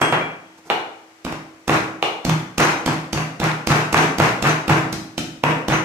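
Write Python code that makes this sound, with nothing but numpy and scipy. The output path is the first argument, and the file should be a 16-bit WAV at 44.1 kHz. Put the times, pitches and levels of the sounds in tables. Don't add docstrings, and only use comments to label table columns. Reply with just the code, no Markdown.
import sys
import numpy as np
from scipy import signal
from scipy.fft import rfft, irfft
from scipy.io import wavfile
from scipy.ndimage import uniform_filter1d

SR = 44100
rng = np.random.default_rng(int(sys.argv[2]) if len(sys.argv) > 2 else 0)


def decibels_to_gain(level_db):
    exponent = np.asarray(level_db, float) / 20
    return 10 ** exponent


def to_wav(sig):
    pcm = np.clip(np.atleast_2d(sig), -1, 1) * 32767
    pcm = np.round(pcm).astype(np.int16)
    wavfile.write(sys.argv[1], SR, pcm.T)


N = 257544

# (time of tick [s], tick [dB], landing [dB], rattle to the walls [dB], table boom [dB])
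POUNDS = [(1.249, -22, -18.5, -33.5, -31), (1.679, -15.5, -1.5, -16.5, -14.5),
          (2.25, -13, -19, -27.5, -11.5), (2.581, -11, -12, -12.5, -18.5),
          (2.861, -14.5, -10.5, -25.5, -20), (3.13, -15.5, -21.5, -27, -19),
          (3.4, -18.5, -16.5, -19.5, -16.5), (3.672, -12, -23, -16, -10.5), (3.928, -14.5, -1.5, -12, -14),
          (4.184, -15.5, -0.5, -14, -9), (4.425, -15.5, -12, -16, -14), (4.68, -15.5, -3, -15.5, -9),
          (5.683, -12.5, -13, -18.5, -16)]
# (time [s], level [dB])
BOUNCES = [(1.324, -19.5), (2.295, -8.5), (2.629, -18), (3.175, -14.5), (3.445, -21), (3.718, -9.5),
           (3.969, -7.5), (4.228, -33), (4.468, -21), (4.733, -17), (5.739, -11.5)]
# (time [s], level [dB], rattle to the walls [dB], rattle treble to the walls [dB], table boom [dB])
TAPS = [(0.014, -10, -17, -38, -21), (0.124, -5.5, -19, -43.5, -23), (5.437, 0, -15.5, -35, -14.5)]
PRODS = [(4.927, -24, -35.5, -39, -32), (5.179, -14, -34.5, -36, -30)]
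RIM_KNOCKS = [(0.7, -5, -21, -44.5, -43), (2.026, -3, -26.5, -40.5, -37)]

# (upper ring [dB], crack [dB], table push [dB], thump [dB])
TICK_SOUND = (-12.5, -15, -4.5, -1.5)
LANDING_SOUND = (-22, -32.5, -10.5, -100)
BOUNCE_SOUND = (-15, -24.5, -16, -9)
# (upper ring over level [dB], crack over rattle treble [dB],
# push over boom [dB], thump over boom [dB], share sent to the walls [dB])
TAP_SOUND = (-11, 13, 9.5, -16, -32)
PROD_SOUND = (0.5, 18.5, 22, 18, -35)
RIM_SOUND = (-0.5, 12.5, 13, -14, -32.5)
# (time [s], treble gain [dB])
CRISPNESS = [(1.2, 0), (2.6, 2), (3.3, 1), (4, 1), (5.7, -3)]

# (frequency [Hz], relative level [dB], t60 [s])
MORTAR_LOW = [(438, -8.5, 0.011), (719, -2, 0.0071), (809, -0.5, 0.009), (1112, -13.5, 0.012),
              (1290, -7, 0.0049)]
MORTAR_UPPER = [(1830, -14, 0.005), (2325, 5.5, 0.0047), (2857, -3.5, 0.01), (3426, -1.5, 0.005),
                (3990, 6, 0.0025)]
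# (frequency [Hz], relative level [dB], t60 [s])
TABLE_MODES = [(85, -19, 0.17), (111.7, -17, 0.64), (125.2, -9.5, 0.57), (155.5, 6.5, 0.34),
               (156.55, 0.5, 0.46), (185, -16, 1), (236, -49, 0.074)]
# (frequency [Hz], relative level [dB], t60 [s])
HOLLOW_MODES = [(271, -9.5, 1), (320.8, -1, 0.94), (342, -17, 0.6)]
# (frequency [Hz], relative density [dB])
RATTLE_SPECTRUM = [(150, -23.5), (250, -4), (321, -1.5), (574, -6.5), (673, -3), (1400, -3.5), (1530, -5.5),
                   (2670, -12), (3800, -28), (4940, -64), (8360, -120)]
# (frequency [Hz], relative density [dB])
TREBLE_SPECTRUM = [(2060, -12.5), (3500, -2.5), (6120, -2), (6650, -4), (13600, -21), (15200, -23.5),
                   (16000, -79)]

# (time [s], level before the near and wall gains [dB])
CHINKS = [(2.62, -31), (3.44, -54), (3.712, -38), (3.968, -31.5), (4.224, -48), (4.482, -34.5), (4.72, -45),
          (5.72, -36)]
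# (frequency [Hz], relative level [dB], t60 [s])
CROCKERY_MODES = [(3818, -6, .15), (4062, -12, .12), (4800, -15, .1), (6175, 0, .16)]
UTENSIL_LANDINGS = .0145, .1235, .212
# (frequency [Hz], first landing [dB], second [dB], third [dB], t60 [s])
UTENSIL_MODES = [(2336, -52, -44, -28, .45), (3283, -24, -28, -40, .6), (3296, -40, -42, -45, .5),
                 (8210, -33, -64, -75, .45), (9170, -56, -56, -75, .3), (11000, -45, -64, -80, .2),
                 (14300, -51, -68, -80, .1)]
# (time [s], length [s], hiss [dB], bowl ring [dB])
SLIDES = [(0.566, 0.04, -56, -47), (0.634, 0.088, -53, -43.5)]

# (frequency [Hz], t60 [s])
ROOM_DECAY = [(100, 0.63), (260, 0.67), (700, 0.64), (1840, 0.57), (4850, 0.54), (12800, 0.48)]
# (frequency [Hz], gain of the side signal [dB])
SIDE_GAIN = [(60, -24), (180, -14.5), (550, -7.5), (1650, 2), (4970, -0.5), (15000, 1)]
# (frequency [Hz], left over right [dB])
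PORT_TILT = [(60, -7), (150, 0.5), (380, 0), (950, 0), (2380, 5.5), (5980, 4), (15000, -11.5)]
# (frequency [Hz], relative density [dB])
HISS_SPECTRUM = [(18, -40), (30, -15), (53, -14), (319, 1.5), (569, 2), (2410, -4), (3580, -11),
                 (6050, -10.5), (7670, -13.5), (10200, -21.5), (16000, -30)]
# (frequency [Hz], level before it wavers [dB rms])
HUM_TONES = [(100, -73), (323, -56.5)]

LEAD = 0.006
LANDING_S, SHAKE_S = 0.016, 0.011
USUAL_DB = -11.5
DETUNE, RIM_DETUNE = 0.07, 0.02


def crisp(s):
    return np.interp(s, *np.transpose(CRISPNESS))


def soft_contact(s, db, kind):
    ring_follows, push_follows = 0.99, 0.66
    follow = (db - USUAL_DB) * np.repeat([ring_follows, push_follows], 2)
    levels = np.add(kind, (0, crisp(s), 0, 0)) + follow
    leaves_db = db - 5
    return (s, -34, DETUNE, db, leaves_db, *levels)


def hard_contacts(table, sound, detune):
    *kind, wall_db = sound
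    rows = []
    for s, db, _, treble_db, boom_db in table:
        levels = np.add(kind, (db, treble_db, boom_db, boom_db))
        rows.append((s, wall_db, detune, db, db - 15.5, *levels))
    return rows


def contacts():
    rows = [soft_contact(s, tick_db, TICK_SOUND) for s, tick_db, *_ in POUNDS]
    rows += [soft_contact(s + LANDING_S, landing_db, LANDING_SOUND) for s, _, landing_db, *_ in POUNDS]
    rows += [soft_contact(s, db, BOUNCE_SOUND) for s, db in BOUNCES]
    rows += hard_contacts(TAPS, TAP_SOUND, DETUNE)
    rows += hard_contacts(PRODS, PROD_SOUND, DETUNE)
    rows += hard_contacts(RIM_KNOCKS, RIM_SOUND, RIM_DETUNE)
    return sorted(rows)


def knock(detune, level_db, leaves_db, upper_db, crack_db, push_db, thump_db):
    size = 4096
    t = np.maximum(np.arange(size) / SR - LEAD, 0)
    wood = wood_blow(t, detune, level_db, upper_db, crack_db)
    crush = crushed_leaves(size, leaves_db, crack_db + 1.5)
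    push, thump = table_push(t)
    return wood, crush, decibels_to_gain(push_db) * push, decibels_to_gain(thump_db) * thump


def wood_blow(t, detune, low_db, upper_db, crack_db):
    def late(x):
        return np.pad(x, (round(LEAD * SR), len(t)))[:len(t)]

    force = (1 - np.exp(-t / 0.0009)) ** 2
    low = peak(force * late(ring(MORTAR_LOW, detune, size=2048)))
    upper = peak(force * late(ring(MORTAR_UPPER, detune, size=2048)))
    crack = peak(np.roll(late(colour(TREBLE_SPECTRUM)), 40))
    return decibels_to_gain(low_db) * low + decibels_to_gain(upper_db) * upper + decibels_to_gain(crack_db) * crack


def crushed_leaves(size, leaves_db, fibres_db):
    away = np.arange(size) / SR - LEAD - 0.001
    swell = np.exp(np.where(away < 0, away / 0.002, -away / 0.0035))
    noise = rng.standard_normal((2, size)) * swell
    fibres = peak(signal.oaconvolve(noise[0], colour(TREBLE_SPECTRUM))[:size])
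    leaves = peak(signal.oaconvolve(even(noise[1]), colour(RATTLE_SPECTRUM))[:size])
    return decibels_to_gain(fibres_db) * fibres + decibels_to_gain(leaves_db) * leaves


def table_push(t):
    push = t / 0.0029 * np.exp(1 - t / 0.0014) * np.sin(2 * np.pi * 240 * t)
    thump = t / 0.021 * np.exp(1 - t / 0.0033) * np.sin(2 * np.pi * 55 * t)
    return push, thump


def crunch(rattle_db):
    bowl = ring([*MORTAR_LOW, *MORTAR_UPPER], DETUNE, size=600)
    return decibels_to_gain(rattle_db + 20) * chatter(0.036, 600, 4.8, bowl, size=12000)


def shakes():
    loose = colour(RATTLE_SPECTRUM)
    tap_rise = 0.0041
    earlier_db = -41.5
    rows = [(0, 0.0018, earlier_db, earlier_db - 18, earlier_db - 5, loose)]
    for s, _, landing_db, rattle_db, boom_db in POUNDS:
        rise = 0.0178 * decibels_to_gain(0.32 * (USUAL_DB - landing_db))
        treble_db = -30 + crisp(s) + (rattle_db + 14.5)
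        rows.append((s + SHAKE_S, rise, rattle_db, treble_db, boom_db, loose))
    rows += [(s, tap_rise, *levels, loose) for s, _, *levels in [*TAPS, *PRODS]]
    bowl = rim_body()
    rows += [(s, tap_rise, *levels, bowl) for s, _, *levels in RIM_KNOCKS]
    return sorted(rows, key=lambda row: row[0])


def rim_body():
    low = unit(ring(MORTAR_LOW, size=600))
    upper = unit(ring(MORTAR_UPPER, size=600))
    highpass = signal.butter(2, 420, "highpass", fs=SR, output="sos")
    return signal.sosfilt(highpass, low + decibels_to_gain(-18.5) * upper)


def shake(rise, rattle_db, treble_db, boom_db, body):
    rattle = decibels_to_gain(rattle_db) * chatter(rise, 2500, 3.08, body)
    rattle += decibels_to_gain(treble_db) * chatter(rise, 4000, 7.3, colour(TREBLE_SPECTRUM))
    boom = signal.oaconvolve(np.hanning(90), ring(TABLE_MODES, detune=0.022, size=36000))
    return rattle, decibels_to_gain(boom_db) * peak(boom)


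def chatter(rise, per_s, uneven_db, body, size=8192):
    t = np.arange(size) / SR
    swing = t / rise * np.exp(-t / rise)
    fade = np.minimum(8 * np.e * swing, 1)
    struck = rng.random(size) < per_s / SR
    strength = decibels_to_gain(uneven_db * np.minimum(rng.exponential(1, size), 4))
    hits = rng.standard_normal(size) * struck * strength
    return unit(signal.oaconvolve(fade * even(swing * hits), body)[:size])


def chink(db):
    return decibels_to_gain(db) * chatter(0.009, 370, 4.0, ring(CROCKERY_MODES, size=6000))


def utensil():
    out = np.zeros(N)
    ends = [*UTENSIL_LANDINGS[1:], 1]
    for k, (s, end) in enumerate(zip(UTENSIL_LANDINGS, ends)):
        modes = [(row[0], row[k + 1], row[-1]) for row in UTENSIL_MODES]
        held = ring(modes, size=round((end - s) * SR))
        stop = np.minimum(np.arange(len(held))[::-1] / 100, 1)
        add(out, s, held * stop)
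    return out


def slide(length, hiss_db, ring_db):
    size = round(length * SR)
    rub = rng.standard_normal(size) * np.hanning(size)
    bowl = unit(ring(MORTAR_LOW, size=2048))
    return signal.oaconvolve(rub, decibels_to_gain(hiss_db) * colour(TREBLE_SPECTRUM) + decibels_to_gain(ring_db) * bowl)


def hollow(drive):
    return signal.oaconvolve(drive, ring(HOLLOW_MODES, size=44000))[:N]


def room_tail(size=36000):
    first, gap = 260, 16
    taps = np.zeros((2, size))
    at = np.arange(first, size - gap, gap) + rng.integers(0, gap, (2, (size - first - 1) // gap))
    np.put_along_axis(taps, at, rng.choice([-1., 1.], at.shape), 1)
    hz, t, z = signal.stft(taps, SR, nperseg=256)
    decay = decibels_to_gain(-60 * t / read(ROOM_DECAY, hz)[:, None])
    tail = signal.istft(z * decay, SR, nperseg=256)[1][:, :size]
    return tail / np.max(abs(tail[0, first:])) * 4


def background():
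    t = np.arange(N) / SR
    noise = rng.standard_normal((2, N))
    mid, side = signal.oaconvolve(noise, colour(HISS_SPECTRUM)[None], axes=1)[:, :N] * decibels_to_gain(-54.5)
    wander = uniform_filter1d(rng.standard_normal((len(HUM_TONES), N)), 4000, axis=1) * 25
    for (hz, db), w in zip(HUM_TONES, wander):
        waver = 1 + 0.35 * np.tanh(w)
        mid = mid + decibels_to_gain(db) * np.sqrt(2) * waver * np.sin(2 * np.pi * hz * t)
    return np.array([mid, side])


def ring(modes, detune=0., size=8192):
    t = np.arange(size) / SR
    out = np.zeros(size)
    for k, (hz, db, t60) in enumerate(modes):
        shifted = hz * (1 + detune * rng.uniform(-1, 1))
        out += (-1) ** k * decibels_to_gain(db - 60 * t / t60) * np.sin(2 * np.pi * shifted * t)
    return out


def colour(points, size=4096):
    log_gain = np.log(decibels_to_gain(read(points, abs(np.fft.fftfreq(size, 1 / SR)))))
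    phase = -signal.hilbert(log_gain).imag
    return unit(np.fft.ifft(np.exp(log_gain + 1j * phase)).real[:size // 2])


def even(x):
    z = rfft(x)
    return unit(irfft(z / (abs(z) + 1e-9), len(x)))


def read(points, hz):
    f, value = np.transpose(points)
    return np.interp(np.log(hz + 1), np.log(f + 1), value)


def unit(x):
    return x / np.sqrt(np.sum(x ** 2) + 1e-20)


def peak(x):
    return x / abs(x).max()


def add(mix, s, sound):
    part = mix[..., round(s * SR):][..., :sound.shape[-1]]
    part += sound[..., :part.shape[-1]]


def lag(x, size):
    return np.pad(x, (size, 0))[:N] - x


def ports(mid, side, size=1024):
    hz, _, z = signal.stft([mid, side], SR, nperseg=size)
    z[1] *= decibels_to_gain(read(SIDE_GAIN, hz))[:, None]
    tilt = decibels_to_gain(read(PORT_TILT, hz) / 2)[:, None]
    pair = [(z[0] + z[1]) * tilt, (z[0] - z[1]) / tilt]
    return signal.istft(pair, SR, nperseg=size)[1][:, :len(mid)]


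def scene():
    near, bass, pushes, sends = utensil(), np.zeros(N), np.zeros(N), np.zeros((3, N))
    sends[0] += decibels_to_gain(-44) * near
    for k, (s, wall_db, *levels) in enumerate(contacts()):
        wood, crush, push, thump = knock(*levels)
        add(near, s - LEAD, wood + crush)
        add(bass, s - LEAD, thump)
        add(pushes, s - LEAD, push)
        add(sends[k % 3], s - LEAD, decibels_to_gain(wall_db) * (wood + 1.17 * crush) + decibels_to_gain(-31.0) * push)
    for k, (s, rise, *levels) in enumerate(shakes()):
        rattle, boom = shake(rise, *levels)
        add(sends[k % 3], s, rattle)
        add(near, s, decibels_to_gain(29.0) * rattle)
        add(bass, s + 0.745 * rise, boom)
    for k, (s, db) in enumerate(CHINKS):
        crockery = chink(db)
        add(sends[k % 3], s, decibels_to_gain(-5.0) * crockery)
        add(near, s, decibels_to_gain(33.5) * crockery)
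    for s, _, _, rattle_db, _ in POUNDS:
        add(near, s + LANDING_S, crunch(rattle_db))
    for s, *settings in SLIDES:
        add(near, s, slide(*settings))
    bass += pushes + hollow(decibels_to_gain(-25) * sends.sum(axis=0) + decibels_to_gain(-58.0) * pushes)
    room = sum(signal.oaconvolve(send[None], room_tail(), axes=1)[:, :N] for send in sends)
    mid, side = room + background()
    side = side + 0.55 * lag(near, size=5) + 0.46 * lag(bass, size=40)
    return ports(mid + near + bass, side)


def microphone(dry):
    thin = signal.sosfilt(signal.butter(2, 62, "highpass", fs=SR, output="sos"), dry)
    return signal.sosfilt(signal.butter(8, 15300, fs=SR, output="sos"), thin)


def limiter(x):
    limit_db, squeeze, recovery, grip = -3.5, 0.95, 109, 0.0008
    peak_db = 20 * np.log10(abs(x).max(0) + 1e-9)
    fall = np.arange(N) * recovery / SR
    over_db = np.maximum(np.maximum.accumulate(peak_db + fall) - fall - limit_db, 0)
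    keep = np.exp(-1 / (grip * SR))
    return x / decibels_to_gain(squeeze * signal.lfilter([1 - keep], [1, -keep], over_db))


def top_cut(x):
    return signal.sosfilt(signal.butter(12, 16500, fs=SR, output="sos"), x)


def record(dry):
    mix = np.clip(limiter(microphone(dry)), -0.98, 0.98)
    return top_cut(mix)


dry = scene()
out = record(dry)
to_wav(out)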